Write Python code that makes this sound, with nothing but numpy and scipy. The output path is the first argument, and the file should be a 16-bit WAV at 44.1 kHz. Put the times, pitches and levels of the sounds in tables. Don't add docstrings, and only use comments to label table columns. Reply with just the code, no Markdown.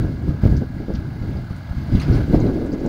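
import sys
import numpy as np
from scipy import signal
from scipy.fft import rfft, irfft, next_fast_len
from scipy.io import wavfile
from scipy.ndimage import uniform_filter1d, map_coordinates

SR = 44100
rng = np.random.default_rng(int(sys.argv[2]) if len(sys.argv) > 2 else 0)


def file_out(sig):
    cols = np.atleast_2d(sig).T
    lim = np.clip(cols, -1, 1)
    pcm = np.round(lim * 32767).astype(np.int16)
    wavfile.write(sys.argv[1], SR, pcm)


def elevation(decibels):
    levels = np.asarray(decibels, float)
    return 10 ** (levels / 20)


N = 127008

# start_s, level_db
CHAIN_LOAD = [(0, 1), (.6, -1), (1.1, 1), (1.7, 2.5), (1.88, 4.5), (1.95, 1.5), (2.03, 12.5), (2.09, 2),
              (2.15, 6.5), (2.25, 4.5), (2.4, 2), (2.6, 2.5), (2.88, 2.5)]


def unit(x):
    return x / np.sqrt(np.mean(x ** 2) + 1e-20)


def curves(rows):
    s, *cols = np.transpose(rows)
    return [np.interp(np.arange(N) / SR, s, c) for c in cols]


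def wobble(rate):
    return map_coordinates(rng.standard_normal(N // 100), [np.arange(N) * rate / SR])


def filtered(x, response):
    m = next_fast_len(N + SR // 2)
    return irfft(rfft(x, m) * response(np.fft.rfftfreq(m, 1 / SR)), m)[:N]


def coloured(x, points):
    f, v = np.transpose(points)
    return unit(filtered(x, lambda hz: elevation(np.interp(np.log(hz + 1), np.log(f + 1), v))))


def patchy(patchy_db):
    z = signal.stft(rng.standard_normal(N + 512), nperseg=512)[2]
    field = rng.standard_normal(z.shape)
    field = uniform_filter1d(uniform_filter1d(field, 6, 0), 10, 1)
    return signal.istft(z * elevation(patchy_db * unit(field)), nperseg=512)[1][:N]


def eddies(vortices, points, lump_db):
    even_share, even_s, noise_between = 0.7, 0.025, 0.93
    x = coloured(vortices + noise_between * rng.standard_normal(N), points)
    width = round(even_s * SR)
    power = uniform_filter1d(uniform_filter1d(x ** 2, width), width)
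    level = np.sqrt(np.abs(power) + 0.01)
    return unit(x * level ** -even_share * elevation(lump_db))


def gusts():
    # start_s, strength_db, brightness_db of the finer eddies
    slow_wind = [(0, -17.5, -12.5), (.19, -30, -11.5), (.25, -23.5, -7), (.4, -24, -15.5), (.6, -28.5, -11),
                 (.69, -31.5, -19), (.95, -33.5, -11.5), (1.1, -30, -10), (1.39, -26.5, -10.5),
                 (1.48, -31, -19), (1.68, -34, -25), (1.86, -28.5, -14.5), (2.03, -23.5, -13),
                 (2.2, -25, 0.5), (2.26, -27, -7), (2.48, -25.5, 7.5), (2.6, -33, 8.5), (2.88, -38.5, 13.5)]
    # start_s, strength_db, length_s, brightness_db
    fronts = [(.01, -26.5, 0.14, -2), (0.27, -17.5, 0.055, -4.5), (0.43, -11.5, 0.011, 12.5),
              (0.46, -12.5, 0.044, -5), (0.498, -15, 0.071, -7.5), (0.56, -15.5, 0.034, -21),
              (0.608, -22.5, 0.032, 4), (0.726, -26.5, 0.098, -11.5), (0.794, -31.5, 0.05, 5),
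              (0.882, -24.5, 0.043, 3.5), (0.932, -13.5, 0.024, -17.5), (0.975, -24, 0.048, -7),
              (1.04, -36, 0.023, 1), (1.172, -34, 0.016, 0), (1.21, -26.5, 0.095, -10),
              (1.279, -24.5, 0.058, -7.5), (1.502, -17.5, 0.011, 1), (1.687, -30, 0.025, -15),
              (1.755, -23, 0.032, -22), (1.799, -35, 0.029, 3.5), (1.878, -23, 0.024, -6),
              (1.913, -13.5, 0.067, -9.5), (2.077, -11.5, 0.065, -10.5), (2.111, -10.5, 0.033, -11),
              (2.141, -9.5, 0.03, -15), (2.177, -25.5, 0.028, 2), (2.269, -18.5, 0.026, 1.5),
              (2.289, -21, 0.036, 5), (2.324, -14.5, 0.044, 8.5), (2.345, -22, 0.035, -5.5),
              (2.394, -22.5, 0.055, 4), (2.725, -22.5, 0.023, 7), (2.831, -40, 0.17, 17.5)]
    rise_s = 0.0084
    strength_db, bright_db = curves(slow_wind)
    t = np.arange(N) / SR
    big = elevation(2 * strength_db)
    fine = elevation(2 * (strength_db + bright_db))
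    for s, db, length, fine_db in fronts:
        u = np.maximum(t - s, 0)
        front = ((1 - np.exp(-u / rise_s)) * np.exp(-(u / length) ** 2)) ** 2
        big = big + elevation(2 * db) * front
        fine = fine + elevation(2 * (db + fine_db)) * front
    return big, fine


def diaphragm_kicks():
    # start_s (at the peak), level_db, sign, width_s
    kick_rows = [(0.292, -3, -1, 0.0017), (0.433, -11, 1, 0.0013), (.437, 0.5, -1, .0013),
                 (0.4542, -4.5, 1, 0.00075), (0.4569, -0.5, -1, 0.002), (0.4625, 3, 1, 0.0011),
                 (0.4729, -7, 1, 0.0013), (0.491, -6, 1, .0015), (0.5169, -2.5, -1, .0025),
                 (.5238, -6, 1, 0.0017), (.527, -7, -1, 0.001), (.614, -15.5, -1, 0.00068),
                 (0.884, -12, -1, 0.00073), (0.904, -9.5, -1, 0.00062), (0.989, -10, -1, 0.002),
                 (1.217, -10, 1, 0.0017), (1.51, -12, -1, 0.0018), (1.712, -10.5, -1, 0.0023),
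                 (1.771, -9.5, -1, 0.0027), (1.937, -4.5, -1, 0.0015), (1.951, 1, 1, 0.0013),
                 (2.1007, 1, -1, 0.0017), (2.123, -6.5, -1, 0.0014), (2.152, -12, -1, 0.00097),
                 (2.29, -11, 1, 0.0014), (2.3, -5.5, -1, 0.0011), (2.309, -6, 1, 0.001),
                 (2.3312, -11, -1, 0.00087), (2.338, -5.5, 1, 0.00076), (2.3413, 0, -1, 0.0011),
                 (2.345, -0.5, -1, 0.00062), (2.3471, -1, 1, 0.00084), (2.348, -0.5, -1, 0.00086),
                 (2.3651, -2.5, -1, 0.002), (2.374, -4, 1, 0.001), (2.385, -6, -1, 0.001),
                 (2.426, -4.5, 1, 0.0016), (2.467, -9.5, -1, 0.00079), (2.443, -4.5, 1, 0.00079)]
    low_hz, duck_share, duck_reach = 25, 0.9, 3
    t = np.arange(N) / SR
    kicks, duck = np.zeros(N), np.ones(N)
    for s, db, way, width in kick_rows:
        kicks += np.sign(way) * elevation(db) * np.exp(-((t - s) / width) ** 2)
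        duck *= 1 - duck_share * np.exp(-((t - s) / (duck_reach * width)) ** 2)
    kicks = filtered(kicks, lambda f: (1j * f / (low_hz + 1j * f)) ** 2)
    return kicks, duck


def wind():
    # pitch_hz, level_db
    big_spectrum = [(12, -60), (28, -10.5), (60, -2), (135, -0.5), (190, -6), (340, -22.5), (430, -45),
                    (1500, -85)]
    # pitch_hz, level_db
    fine_spectrum = [(60, -3.5), (150, -6.5), (300, 2.5), (380, -4), (600, -15), (1000, -31), (1800, -55.5),
                     (4000, -92)]
    vortices_per_s, vortex_db = 190, 3
    big_lump_db, fine_lump_db = 1.9, 1.04
    big_power, fine_power = gusts()
    shared = wobble(30.01)
    rate = vortices_per_s * 2 * rng.random(N) * elevation(4 * wobble(200))
    passing = np.diff(np.floor(np.cumsum(rate / SR)), prepend=0)
    sign = np.sign(rng.standard_normal(N))
    vortices = unit(passing * sign * elevation(vortex_db * rng.standard_normal(N)))
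    big = eddies(vortices, big_spectrum, big_lump_db * (0.58 * shared + wobble(12.96)))
    fine = eddies(vortices, fine_spectrum, fine_lump_db * (shared + 1.3 * wobble(70)))
    kicks, duck = diaphragm_kicks()
    return duck * (np.sqrt(big_power) * big + np.sqrt(fine_power) * fine) + kicks


def exhaust_drone(turn):
    # pitch_hz, width_hz, level_db
    resonances = [
        (74.3, 15.4, 2.5),
        (135.2, 11.2, 1),
        (250.5, 25, -6.5),
    ]
    firings = np.diff(np.floor(turn), prepend=0) * elevation(6.6 * rng.standard_normal(N))
    source = unit(firings) + rng.standard_normal(N)

    def body(f):
        return sum((-1) ** k * elevation(db) * 1j * f * w / (c * c - f * f + 1j * f * w)
                   for k, (c, w, db) in enumerate(resonances))

    drone = filtered(source, body)
    return elevation(-34) * unit(filtered(drone, lambda f: 1 / (1 + (f / 330) ** 6)))


def engine_roar(turn):
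    # pitch_hz, level_db
    block_spectrum = [(250, -46), (440, -10.5), (620, 1), (1150, -9), (1500, -3), (1700, -7.5), (1850, -20),
                      (2600, -34.5)]
    gate_share, load_share = 0.25, 0.62
    gate = 1 - gate_share + gate_share * 2 * np.exp(-3 * (turn % 1))
    roar = coloured(patchy(patchy_db=1.5) * gate, block_spectrum)
    return elevation(-46.5 + load_share * curves(CHAIN_LOAD)[0]) * roar


def gear_whine():
    # pitch_hz, level_db
    tones = [(1652, -57), (2062, -66.5), (2439, -80), (2783, -73.5), (4107, -75), (4657, -81)]
    drift = 0.00215
    shaft = 2 * np.pi * np.cumsum(1 + drift * wobble(7.7)) / SR
    return sum(np.sqrt(2) * elevation(db + 0.77 * wobble(15)) * np.sin(hz * shaft) for hz, db in tones)


def tractor():
    firing_hz, jitter = 36.16, 0.043
    turn = np.cumsum(firing_hz * (1 + jitter * wobble(27))) / SR
    return exhaust_drone(turn) + engine_roar(turn) + gear_whine()


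def sieve_rattle():
    # pitch_hz, level_db
    rattle_spectrum = [(1700, -13), (2100, 1), (2500, -9.5), (3500, -9), (4900, -10.5), (5300, -17),
                       (6900, -19.5), (7700, -32)]
    # pitch_hz, width_hz, level_db
    plates = [(2080, 260, 1), (2740, 260, 2), (4050, 330, 1.5), (4600, 310, 3)]
    grains = patchy(patchy_db=1.0) * elevation(0.92 * wobble(150) + 0.29 * wobble(8.1))
    grains = filtered(grains, lambda f: elevation(sum(db * np.exp(-((f - hz) / width) ** 2)
                                                for hz, width, db in plates)))
    return elevation(-54.5 + curves(CHAIN_LOAD)[0]) * coloured(grains, rattle_spectrum)


def knock(out_s, db, hz, t60, octaves, rise_s=0.001):
    t, f = np.arange(6000) / SR, np.fft.rfftfreq(6000, 1 / SR)
    sparse = rng.standard_normal(len(t)) ** 3
    band = np.exp(-(np.log2(f / hz + 1e-6) / octaves) ** 4 / 2)
    burst = unit(irfft(rfft(sparse) * band))
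    x = np.zeros(N + SR)
    x[round(out_s * SR):][:len(t)] = elevation(db - 60 * t / t60) * burst * (1 - np.exp(-t / rise_s))
    return x[:N]


def chain_rods():
    # start_s, level_db
    openness = [
        (0, -3),
        (1.302, -19),
        (2.0, -4),
        (2.4, -2.5),
        (2.88, 10.5),
    ]
    rate_hz, first_s = 15.33, 0.053
    near_s, near_db = np.transpose(openness)
    rods = np.zeros(N)
    for s in first_s + np.arange(44) / rate_hz:
        late, louder, higher = rng.standard_normal(3)
        db = -54.5 + np.interp(s, near_s, near_db) + 2.0 * louder
        hz = 6000 * np.exp(0.1 * higher)
        rods += knock(abs(s + 0.0024 * late), db, hz, t60=0.061, octaves=0.36, rise_s=0.005)
    return rods


def stone_clacks():
    # start_s, level_db (peak), pitch_hz, t60_s, band_octaves
    strikes = [(0.422, -67, 4700, 0.04, .08), (.566, -50, 5100, 0.12, 0.44), (.778, -46, 2090, 0.11, 0.12),
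               (0.936, -47, 5500, 0.022, 0.28), (.953, -42, 3900, 0.06, 0.56),
               (1.369, -44, 4760, 0.049, .08), (1.562, -56.5, 7500, 0.064, 0.44),
               (1.922, -53.5, 4840, .2, 0.061), (1.952, -43.5, 3940, 0.044, .2),
               (1.996, -40, 4200, 0.13, .15), (1.998, -40, 2660, .1, 0.14), (1.999, -45, 6200, .06, .1),
               (1.999, -49, 9000, 0.054, 0.21), (2.017, -37, 1810, 0.16, 0.72),
               (2.016, -41.5, 4600, 0.16, 0.24), (2.017, -53, 6200, .1, 0.19),
               (2.055, -52, 4740, 0.14, 0.11), (2.015, -52, 9240, 0.059, 0.27),
               (2.124, -48.5, 4680, 0.21, 0.25), (2.131, -43, 1430, 0.32, 0.1),
               (2.15, -55.5, 8750, 0.055, .1), (2.401, -45, 6400, 0.038, 0.088),
               (2.008, -43, 2670, 0.12, .2), (2.411, -50, 4050, 0.11, 0.086), (2.466, -52, 4050, .07, .08),
               (2.718, -44, 4830, 0.057, 0.059), (2.73, -55, 6200, 0.038, .06)]
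    return sum(knock(s, db, hz, t60, octaves) for s, db, hz, t60, octaves in strikes)


def stone_snaps():
    # start_s (at the centre), level_db (peak), pitch_hz, width_s
    contacts = [(.5675, -44, 5670, .0007), (.5685, -43, 4500, 0.00089), (.574, -45, 4800, 0.00072),
                (.58, -46, 4800, .0008), (.9385, -40, 5400, .0002), (.95, -34, 4400, .00025),
                (.9545, -32, 5130, 0.00021), (.957, -39, 3500, .0008), (0.961, -44, 4200, .0006),
                (1.9543, -38, 3500, 0.00043), (2.001, -45, 8500, .0002), (2.006, -32, 4150, .0012),
                (2.016, -34, 6000, 0.00011), (2.022, -42, 2580, 0.00062), (2.027, -33, 4840, 0.00087),
                (2.034, -35, 4630, .001), (2.134, -41, 5100, 0.00045), (2.35, -43, 4600, 0.00038)]
    t = np.arange(N) / SR
    return sum(elevation(db) * np.exp(-((t - s) / width) ** 2) * np.sin(2 * np.pi * hz * (t - s))
               for s, db, hz, width in contacts)


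def harvester():
    return sieve_rattle() + chain_rods() + stone_clacks() + stone_snaps()


def scene():
    return (wind() + tractor() + harvester())[None]


def roll_off(x):
    return signal.sosfilt(signal.butter(12, 16650, fs=SR, output="sos"), x)


def record(dry):
    # pitch_hz, level_db
    hiss_spectrum = [(1000, -27), (5000, 6.5), (8000, -17.5), (11000, -27), (15500, -1)]
    quiet = elevation(-21.5)
    open_share, open_s, open_hz, hiss_open = 0.62, 0.039, 830, 0.1
    clip_top, clip_hard, top_hz = 0.71, 12, 15720
    power = uniform_filter1d(dry[0] ** 2, round(open_s * SR))
    loudness = np.sqrt(np.abs(power) + quiet ** 2 / 2) / quiet
    hiss = elevation(-63) * coloured(rng.standard_normal(N), hiss_spectrum)
    x = dry[0] + hiss * loudness ** hiss_open
    treble = filtered(x, lambda f: 1 / (1 + (open_hz / (f + 1)) ** 4))
    x = x + treble * (loudness ** open_share - 1)
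    x = x / (1 + np.abs(x / clip_top) ** clip_hard) ** (1 / clip_hard)
    mix = filtered(x, lambda f: f < top_hz)[None]
    return roll_off(mix)


dry = scene()
out = record(dry)
file_out(out)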